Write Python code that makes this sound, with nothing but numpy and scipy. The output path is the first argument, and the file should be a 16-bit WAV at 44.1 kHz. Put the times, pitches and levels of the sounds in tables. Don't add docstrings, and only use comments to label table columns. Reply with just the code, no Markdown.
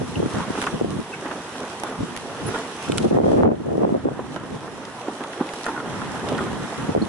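import sys
import numpy as np
from scipy import signal
from scipy.fft import rfft, irfft, next_fast_len
from scipy.io import wavfile
from scipy.ndimage import uniform_filter1d, map_coordinates

SR = 44100
rng = np.random.default_rng(int(sys.argv[2]) if len(sys.argv) > 2 else 0)


def master(y):
    cut = np.clip(np.atleast_2d(y).T, -1, 1)
    pcm = np.round(cut * 32767)
    wavfile.write(sys.argv[1], SR, pcm.astype(np.int16))


N = 312228


def amp(db):
    return 10 ** (np.asarray(db) / 20)


def unit(x):
    return x / np.sqrt(np.mean(x ** 2) + 1e-20)


def along(points, hz):
    f, v = np.transpose(points)
    return np.interp(np.log(hz + 1), np.log(f + 1), v)


def clock():
    return np.arange(N) / SR


def curve(rows):
    return np.interp(clock(), *np.transpose(rows))


def swell(s, half_width):
    return np.exp(-((clock() - s) / half_width) ** 2)


def wobble(rate):
    return map_coordinates(rng.standard_normal(4096), [clock() * rate], mode="mirror")


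def add(out, s, sound):
    out[:, round(s * SR):][:, :sound.shape[-1]] += sound


def filtered(x, response):
    m = next_fast_len(N + 8192)
    return irfft(rfft(x, m) * response(np.fft.rfftfreq(m, 1 / SR)), m)[..., :N]


def low_cut(x, hz):
    return signal.sosfilt(signal.butter(2, hz, "highpass", fs=SR, output="sos"), x)


def white():
    return rng.standard_normal((2, N))


def coloured(pair, spectrum, width):
    mid = filtered(pair[0], lambda hz: amp(along(spectrum, hz)))
    side = filtered(pair[1], lambda hz: amp(along(spectrum, hz) + along(width, hz)))
    return unit(np.array([mid + side, mid - side]))


def patchy(depth_db):
    spectra = signal.stft(white(), nperseg=512)[2]
    patches = uniform_filter1d(rng.standard_normal(spectra.shape[1:]), size=5, axis=0)
    patches = uniform_filter1d(patches, size=10, axis=1)
    return signal.istft(spectra * amp(depth_db * unit(patches)), nperseg=512)[1][:, :N]


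def loudness(x, span):
    power = uniform_filter1d(np.mean(x ** 2, axis=0), max(int(span * SR), 1))
    return np.sqrt(np.abs(power) + 1e-12)


def evened(x, span):
    return x / loudness(x, span)


def bursts(times, levels_db, t60s, attack):
    envelope, t = np.zeros(N + SR), np.arange(SR // 2) / SR
    for s, db, t60 in np.broadcast(times, levels_db, t60s):
        shape = (1 - np.exp(-(t / attack) ** 2)) * np.exp(-np.log(1000) * t / t60)
        envelope[max(round(s * SR), 0):][:len(t)] += amp(db) * shape / shape.max()
    return envelope[:N]


# time in seconds, strength in dB.
WIND = [(0, -5), (.5, 1.5), (.9, -2.5), (2.2, -2.5), (3.1, 0.5), (4.3, 2), (5.4, -1), (6.0, 1.5), (7.08, 1)]
# delay of that swish in seconds, half width in seconds.
SWISHES = [(0, 0.11), (.33, 0.064), (.57, 0.044)]
# tower, upswing and downswing levels in dB.
SAIL_PASSES = [(-55, -28.5, -45), (-35, -33.5, -32.5), (-32, -48, -50), (-46, -52, -31), (-32, -33, -46),
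               (-32, -53, -50)]
FIRST_PASS_S, PASS_PERIOD_S, LATTICE_DB = 0.056, 1.255, -33.5

def sail_flow():
    power = amp(LATTICE_DB + curve(WIND)) ** 2
    for k, levels_db in enumerate(SAIL_PASSES):
        for (delay, half_width), db in zip(SWISHES, levels_db):
            power += amp(db) ** 2 * swell(FIRST_PASS_S + k * PASS_PERIOD_S + delay, half_width)
    return np.sqrt(power)


# frequency in Hz, relative level in dB.
WHOOSH_SPECTRUM = [(30, -31), (100, -10.5), (190, -3), (260, 0.5), (430, 0), (620, -4), (1000, -5),
                   (1400, -7.5), (1850, -14.5), (2200, -21), (3300, -21.5), (4500, -37), (11000, -48)]
# frequency in Hz, side minus mid in dB.
SAIL_WIDTH = [(200, -70), (600, -17), (1200, -6.5), (3000, -3.5), (6000, 6)]

def sails(flow):
    flutter_db = .5 * wobble(25) + 1.27 * wobble(160)
    return flow * amp(flutter_db) * coloured(patchy(depth_db=2.0), WHOOSH_SPECTRUM, SAIL_WIDTH)


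# frequency in Hz, relative level in dB.
CANOPY_SPECTRUM = [(100, -52), (400, -1), (900, 12.5), (1400, 1.5), (1900, 3.5), (2200, -4), (3000, -14.5),
                   (3600, -9), (4500, -17), (8000, -18.5)]
# frequency in Hz, side minus mid in dB.
OPEN_WIDTH = [(300, -18), (1000, -12), (2000, 0.5), (4000, 1), (10000, 0.5)]

def trees(level_db=-38.5):
    sway_db = .9 * wobble(12)
    rush = coloured(patchy(depth_db=-0.5), CANOPY_SPECTRUM, OPEN_WIDTH)
    return amp(level_db + curve(WIND) + sway_db) * rush


# frequency in Hz, relative level in dB.
RUSTLE_SPECTRUM = [(800, -55), (2500, 8), (3500, 6), (4700, 0.5), (5800, 4), (6900, -1.5), (7650, 0.5),
                   (8300, -1), (10100, -0.5), (11200, -4)]
# peak time in seconds, half width in seconds, level in dB.
BUSH_SHAKES = [(.38, 0.078, -42.5), (0.631, 0.076, -39), (1.3, 0.059, -66), (2.51, 0.096, -39),
               (2.92, 0.17, -39.5), (3.35, 0.18, -41.5), (4.34, 0.025, -38), (5.6, 0.1, -41),
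               (6.761, 0.11, -49)]

def bush(level_db=-42.5, wind_share=0.1, touches_per_s=350):
    touches = rng.random(N) < touches_per_s / SR
    touch_db = 12.0 * np.minimum(rng.exponential(size=N), 2.2)
    grains = coloured(touches * amp(touch_db) * white(), RUSTLE_SPECTRUM, OPEN_WIDTH)
    hiss = coloured(patchy(depth_db=1.5), RUSTLE_SPECTRUM, OPEN_WIDTH)
    power = amp(level_db + wind_share * curve(WIND)) ** 2
    power += sum(amp(db) ** 2 * swell(s, half_width) for s, half_width, db in BUSH_SHAKES)
    return np.sqrt(power) * amp(1.1 * wobble(21.74)) * (hiss + amp(-8.5) * grains)


# time in seconds, strength in dB.
BREEZE = [(0, -37.5), (1.05, -54), (1.65, -58), (2.1, -47), (2.75, -57), (3.35, -22.5), (4.6, -38.5),
          (5.1, -55.5), (5.62, -61), (5.9, -40.5), (7.08, -53)]
# start in seconds, hold in seconds, strength in dB.
GUSTS = [(.01, 0.012, -26.5), (0.17, 0.086, -27.5), (0.347, 0.049, -30.5), (0.486, 0.017, -35.5),
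         (0.74, 0.015, -30), (0.816, 0.19, -32.5), (1.997, 0.033, -30.5), (2.423, 0.07, -33.5),
         (2.899, 0.15, -27), (3.044, .02, -18.5), (3.114, 0.12, -18), (3.246, 0.25, -15.5),
         (3.448, 0.04, -5), (3.488, 0.038, -10), (3.655, 0.14, -19), (3.794, 0.083, -15.5),
         (3.863, 0.099, -18.5), (4.056, 0.015, -16), (4.11, 0.012, -24), (4.513, 0.036, -26),
         (5.87, 0.25, -39.5), (6.244, 0.4, -36), (6.307, 0.0081, -32), (6.793, 0.057, -33.5),
         (6.889, 0.012, -28), (6.972, 0.0084, -20), (7.027, 0.018, -26)]

def gust_force(attack_s=0.012, release_s=0.021):
    t, force = clock(), amp(curve(BREEZE))
    for s, hold, db in GUSTS:
        outside = np.maximum((s - t) / attack_s, (t - s - hold) / release_s)
        force = np.maximum(force, amp(db) * np.exp(-np.clip(outside, 0, 20)))
    return force


# frequency in Hz, relative level in dB.
RUMBLE_SPECTRUM = [(20, -28), (40, -22), (75, -3), (150, 2.5), (260, 0), (450, -17), (800, -72),
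                   (1500, -43), (3000, -70), (6000, -100)]
FLUTTER_SPECTRUM = [(80, -39), (200, 1), (350, 1.5), (650, -7), (1000, -19.5), (1500, -29.5), (2200, -38),
                    (4000, -51), (9000, -76)]
# frequency in Hz, side minus mid in dB.
PORT_WIDTH = [(60, -5), (130, -8.5), (250, 0.5), (500, 5.5), (900, 3.5), (2000, 3)]

def buffeting(gusts):
    force = gusts * amp(.8 * wobble(25) + 1.6 * wobble(90))
    brightness = np.minimum(force / amp(-19.5), 1.4) ** 0.76
    rumble = force * evened(coloured(white(), RUMBLE_SPECTRUM, PORT_WIDTH), span=0.033)
    small_eddies = coloured(white() * amp(3.5 * wobble(220)), FLUTTER_SPECTRUM, PORT_WIDTH)
    flutter = force * brightness * evened(small_eddies, span=0.022)
    return amp(6.0) * rumble / np.sqrt(1 + 3 * brightness ** 2) + amp(4.5) * flutter


def kick(hz, start, apart):
    t = np.arange(SR // 20) / SR
    age = t * hz / 0.66
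    phase = 2 * np.pi * (start + 1.435 * hz * t / (1 + 0.15 * age))
    return (age * np.exp(1 - age)) ** 1.35 * np.sin([phase + apart, phase - apart])


# start in seconds, relative level in dB, rough pitch in Hz.
HARD_EDDIES = [(0.016, -6, 417), (0.201, -2.5, 397), (0.228, -2.5, 477), (0.259, -4.5, 296),
               (0.503, -7, 330), (0.812, 0.5, 430), (0.819, -5, 295), (0.845, -3, 384), (0.988, -9.5, 230),
               (2.013, -19.5, 200), (2.030, -9, 220), (2.898, -2, 384), (3.049, -1, 333), (3.058, 3, 295),
               (3.11, 3, 322), (3.175, 8.5, 450), (3.186, 10, 593), (3.201, 10, 440), (3.259, 1, 385),
               (3.265, 8, 517), (3.316, -3, 298), (3.341, 6.5, 394), (3.408, 7, 720), (3.434, 14, 790),
               (3.452, 4, 330), (3.456, 15.5, 704), (3.48, 3, 380), (3.515, 7.5, 705), (3.532, 3, 480),
               (3.667, -1, 398), (3.716, 2, 450), (3.779, 9, 376), (3.823, 3, 298), (3.834, 7, 596),
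               (3.85, 13.5, 590), (3.893, 3, 570), (3.923, 8.5, 267), (3.942, 1, 553), (3.949, 8, 410),
               (3.956, -8, 477), (4.055, 12, 330), (4.087, 6, 620), (6.891, -5.5, 279), (6.95, 4.5, 544),
               (6.962, 4, 450), (6.977, -4, 454), (7.015, -3, 253), (7.023, 0, 276)]

def puffs(gusts, lesser_per_s=12, usual_hz=406):
    out = np.zeros((2, N + SR))
    when, size, pitch = rng.random((int(lesser_per_s * N / SR), 3)).T
    lesser_db = 20 * np.log10(gusts[(when * N).astype(int)] * (1 + size) / 2) + 14.5
    eddies = HARD_EDDIES + list(zip(when * N / SR, lesser_db, usual_hz * 2 ** (pitch - .5)))
    for (s, db, hz), (start, turn) in zip(eddies, rng.random((len(eddies), 2))):
        apart = np.arctan(amp(along(PORT_WIDTH, hz))) * np.sign(turn - .5)
        add(out, s, amp(db - 6.5) * kick(hz, start, apart))
    return low_cut(out[:, :N], hz=70.4)


# frequency in Hz, relative level in dB.
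CREASE_SPECTRUM = [(400, -14), (1500, 3), (3400, 22), (5000, -34), (11000, -23)]

def crinkle(flow, count=100):
    when, size = rng.random((count, 2)).T
    creases = bursts(when * N / SR, 5 * size ** 2 - 12.5, t60s=.016, attack=.0008)
    return creases * flow * evened(coloured(white(), CREASE_SPECTRUM, OPEN_WIDTH), span=.004)


# start in seconds, pitch in Hz, relative level in dB, length in seconds.
CHIRPS = [(0.156, 2880, -18, 0.0026), (1.123, 2590, -28, 0.022), (1.133, 1500, -21, 0.0092),
          (1.137, 2240, -30, 0.017), (2.462, 10000, -26, 0.014), (2.47, 10740, -31, 0.021),
          (7.017, 4210, -22.5, 0.0095)]

def chirps(waver_hz=90, scatter_t60=0.08):
    direct, t = np.zeros(N + SR), np.arange(SR // 16) / SR
    for s, hz, db, length in CHIRPS:
        waver = 1 + .022 * np.sin(2 * np.pi * (t * waver_hz + rng.random()))
        tone = np.sin(2 * np.pi * np.cumsum(hz * waver) / SR)
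        arch = np.sin(np.pi * np.minimum(t / length, 1))
        direct[round(s * SR):][:len(t)] += amp(db - 7.5) * arch * tone
    t = np.arange(SR // 4) / SR
    tail = rng.standard_normal((2, len(t))) * np.exp(-np.log(1000) * t / scatter_t60)
    scatter = signal.fftconvolve(direct[None], tail / np.linalg.norm(tail[0]), axes=1)
    return direct[:N] + amp(1.5) * scatter[:, :N]


# start in seconds, relative thud level in dB,
# rough thud pitch in Hz, relative slap level in dB, slap t60 in seconds.
FLAPS = [(0.553, -34, 500, -31, 0.065), (0.576, -38.5, 440, -31, 0.14), (0.624, -31, 800, -30, 0.02),
         (0.639, -30, 805, -27, 0.025), (0.667, -46, 690, -21.5, 0.087), (1.255, -33.5, 328, -32.5, 0.19),
         (1.311, -47, 396, -29, 0.072), (1.835, -27, 620, -48, 0.042), (2.544, -38, 500, -26.5, 0.16),
         (4.192, -17.5, 480, -39, 0.058), (4.362, -20, 770, -28.5, 0.03), (5.082, -22, 390, -34, 0.038),
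         (5.206, -29, 308, -30.5, 0.11), (5.403, -36, 700, -32, 0.018), (5.408, -17.5, 268, -46, 0.026),
         (5.663, -26.5, 700, -28.5, 0.33), (6.016, -40, 700, -41, 0.077), (6.321, -23, 520, -44, 0.019),
         (6.345, -30, 400, -37, 0.17), (6.406, -26.5, 398, -33, 0.034)]
# frequency in Hz, relative level in dB.
THUD_SPECTRUM = [(40, -46), (150, -30), (260, 0), (380, -3.5), (550, -18.5), (800, -7), (1500, -24),
                 (4000, -78)]
SLAP_SPECTRUM = [(200, -4), (600, 0), (1000, 6.5), (1500, 4.5), (2200, -6), (3400, -12), (5000, -38),
                 (11000, -45)]

def canvas():
    kicks = np.zeros((2, N + SR))
    for s, thud_db, hz, _, _ in FLAPS:
        add(kicks, s, amp(thud_db + 9.5) * kick(hz, start=rng.random(), apart=0.055))
    kicks = low_cut(kicks[:, :N], hz=167)
    s, thud_db, _, slap_db, t60 = np.transpose(FLAPS)
    thud_noise = evened(coloured(white(), THUD_SPECTRUM, SAIL_WIDTH), span=0.0059)
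    slap_noise = evened(coloured(white(), SLAP_SPECTRUM, SAIL_WIDTH), span=0.0061)
    shudders = bursts(s, thud_db - 0.5, t60 * 2.0, attack=0.0023)
    cracks = bursts(s, slap_db + 1.5, t60s=0.015, attack=0.0005)
    slaps = bursts(s, slap_db - 0.5, t60, attack=0.003)
    return kicks + shudders * thud_noise + (slaps + cracks) * slap_noise


def struck(modes, blows, off_centre_db, detune, spread):
    out, t = np.zeros((2, N + SR)), np.arange(SR // 6) / SR
    hz, mode_db, t60 = np.transpose(modes)[..., None]
    for s, db, centre_hz in blows:
        strength_db, shift, start, apart = rng.standard_normal((4, len(modes), 1))
        shares = amp(mode_db + strength_db - off_centre_db * np.abs(np.log2(hz / centre_hz)))
        ring = shares * np.exp(-np.log(1000) * t / t60) * (1 - np.exp(-t / 0.0002))
        phase = 2 * np.pi * (hz * (1 + detune * shift) * t + start)
        pair = np.sum(ring * np.sin([phase + spread * apart, phase - spread * apart]), axis=1)
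        add(out, s, amp(db) * pair / np.linalg.norm(shares))
    return out[:, :N]


def splinter(hz, t60, band_ratio):
    t = np.arange(SR // 40) / SR
    edges = np.clip([hz / band_ratio, hz * band_ratio], 100, 20000)
    band = signal.butter(2, edges, "bandpass", fs=SR, output="sos")
    mid, side = signal.sosfilt(band, rng.standard_normal((2, len(t))))
    noise = evened(np.array([mid + .7 * side, mid - .7 * side]), span=.003)
    return noise * np.exp(-np.log(1000) * t / t60)


# frequency in Hz, relative level in dB.
SNAP_SPECTRUM = [(1500, 6.5), (4200, -4.5), (5200, -10), (6900, -3.5), (7700, -14), (8800, -3),
                 (10200, -5.5), (11200, 0)]

def snapped(contacts, modes, off_centre_db, detune):
    s, snap_db, ring_db, hz = np.transpose(contacts)
    crack = evened(coloured(white(), SNAP_SPECTRUM, OPEN_WIDTH), span=0.0047)
    snaps = bursts(s, snap_db + 7.0, t60s=0.014, attack=0.0003)
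    rough = np.zeros((2, N + SR))
    for when, _, db, centre_hz in contacts:
        add(rough, when, amp(db - 4.5) * splinter(centre_hz, t60=.017, band_ratio=1.55))
    ring = struck(modes, zip(s, ring_db - 3.5, hz), off_centre_db, detune, spread=0.7)
    return snaps * crack + rough[:, :N] + ring


# start in seconds, relative snap and ring levels in dB, centre of the ring in Hz.
CLACKS = [(0.6165, -29, -17.5, 2400), (0.6245, -25, -23, 1700), (0.641, -30, -31, 2000),
          (2.92, -35, -15, 2060), (2.975, -29, -19, 8500), (2.9815, -20.5, -11.5, 3900)]
# frequency in Hz, relative level in dB, t60 in seconds.
HARDWOOD_MODES = [(1390, 1, 0.038), (2480, -1, 0.017), (2940, 0.5, 0.026), (4640, -24, 0.018),
                  (7770, 4, .018), (8500, -3, .018), (9200, -6, 0.021), (10040, -4, 0.021)]

def clacks():
    return snapped(CLACKS, HARDWOOD_MODES, off_centre_db=4.0, detune=0.004)


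# start in seconds, relative snap and ring levels in dB, centre of the ring in Hz.
TICKS = [(0.637, -39, -30, 3020), (0.666, -32, -27, 3500), (1.799, -42, -28, 7000), (1.835, -24, -29, 4500),
         (2.164, -26.5, -30, 4500), (2.174, -28, -31, 3300), (2.588, -35, -28, 3000),
         (2.826, -36, -33, 5500), (4.361, -37, -21, 3000), (4.852, -42, -24.5, 4550),
         (5.015, -47, -26.5, 2850), (5.238, -43, -21.5, 2400), (5.333, -44, -23.5, 1870),
         (5.469, -42, -31, 3000), (5.49, -45, -22, 2380), (5.536, -28, -32, 4000), (5.542, -36, -36, 9000),
         (5.611, -35, -33, 3700), (5.6425, -44, -23, 3700), (5.657, -34, -35, 9000),
         (5.665, -29, -35, 8000), (6.287, -36, -22.5, 3900), (6.379, -43, -29, 3300)]
# frequency in Hz, relative level in dB, t60 in seconds.
TWIG_MODES = [(1380, 22, 0.029), (1960, 13.5, 0.037), (2390, 6, 0.011), (2880, 8.5, 0.013),
              (3620, 4, 0.026), (4520, -13, 0.018), (5810, -1.5, 0.014), (8000, -5, 0.0096),
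              (8630, -3, 0.022), (10000, -6, 0.02)]

def twigs():
    return snapped(TICKS, TWIG_MODES, off_centre_db=13.0, detune=0.025)


# start in seconds, level in dB, centre of the ring in Hz.
KNOCKS = [(0.668, -18, 1430), (2.558, -19, 900), (4.361, -17, 1300), (5.665, -17.5, 1400),
          (5.685, -13, 940), (5.764, -22.5, 1400), (5.776, -18, 1430), (5.801, -21.5, 1400),
          (6.017, -23, 1161), (6.382, -19.5, 1800), (6.39, -20.5, 1600)]
# frequency in Hz, relative level in dB, t60 in seconds.
TIMBER_MODES = [(890, -4, .06), (1060, -5, .04), (1290, -2, .045), (1430, 0, .055), (1800, -7, .035),
                (2500, -19, .03), (3180, -19, .03)]

def timbers():
    return struck(TIMBER_MODES, KNOCKS, off_centre_db=8, detune=0.018, spread=0.35)


def scene():
    flow, gusts = sail_flow(), gust_force()
    mill = sails(flow) + canvas() + crinkle(flow) + timbers()
    outdoors = mill + trees() + bush() + twigs() + clacks() + chirps()
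    return outdoors * amp([[-1.1], [.9]]) + buffeting(gusts) + puffs(gusts)


def gain_control(x, threshold_db, slope, span, recovery_db_per_s):
    excess_db = slope * np.maximum(20 * np.log10(loudness(x, span)) - threshold_db, 0)
    recovery_db = recovery_db_per_s * clock()
    held_db = np.maximum.accumulate(excess_db + recovery_db) - recovery_db
    return x * amp(-uniform_filter1d(held_db, size=128))


def record(dry, top_hz=11100):
    ridden = gain_control(dry, threshold_db=-17.5, slope=0.47, span=0.0075, recovery_db_per_s=5.0)
    limited = gain_control(ridden, threshold_db=-13.5, slope=0.89, span=0.0045, recovery_db_per_s=100)
    return filtered(limited, lambda hz: 1 / np.sqrt(1 + (hz / top_hz) ** 300))


dry = scene()
out = record(dry)
master(out)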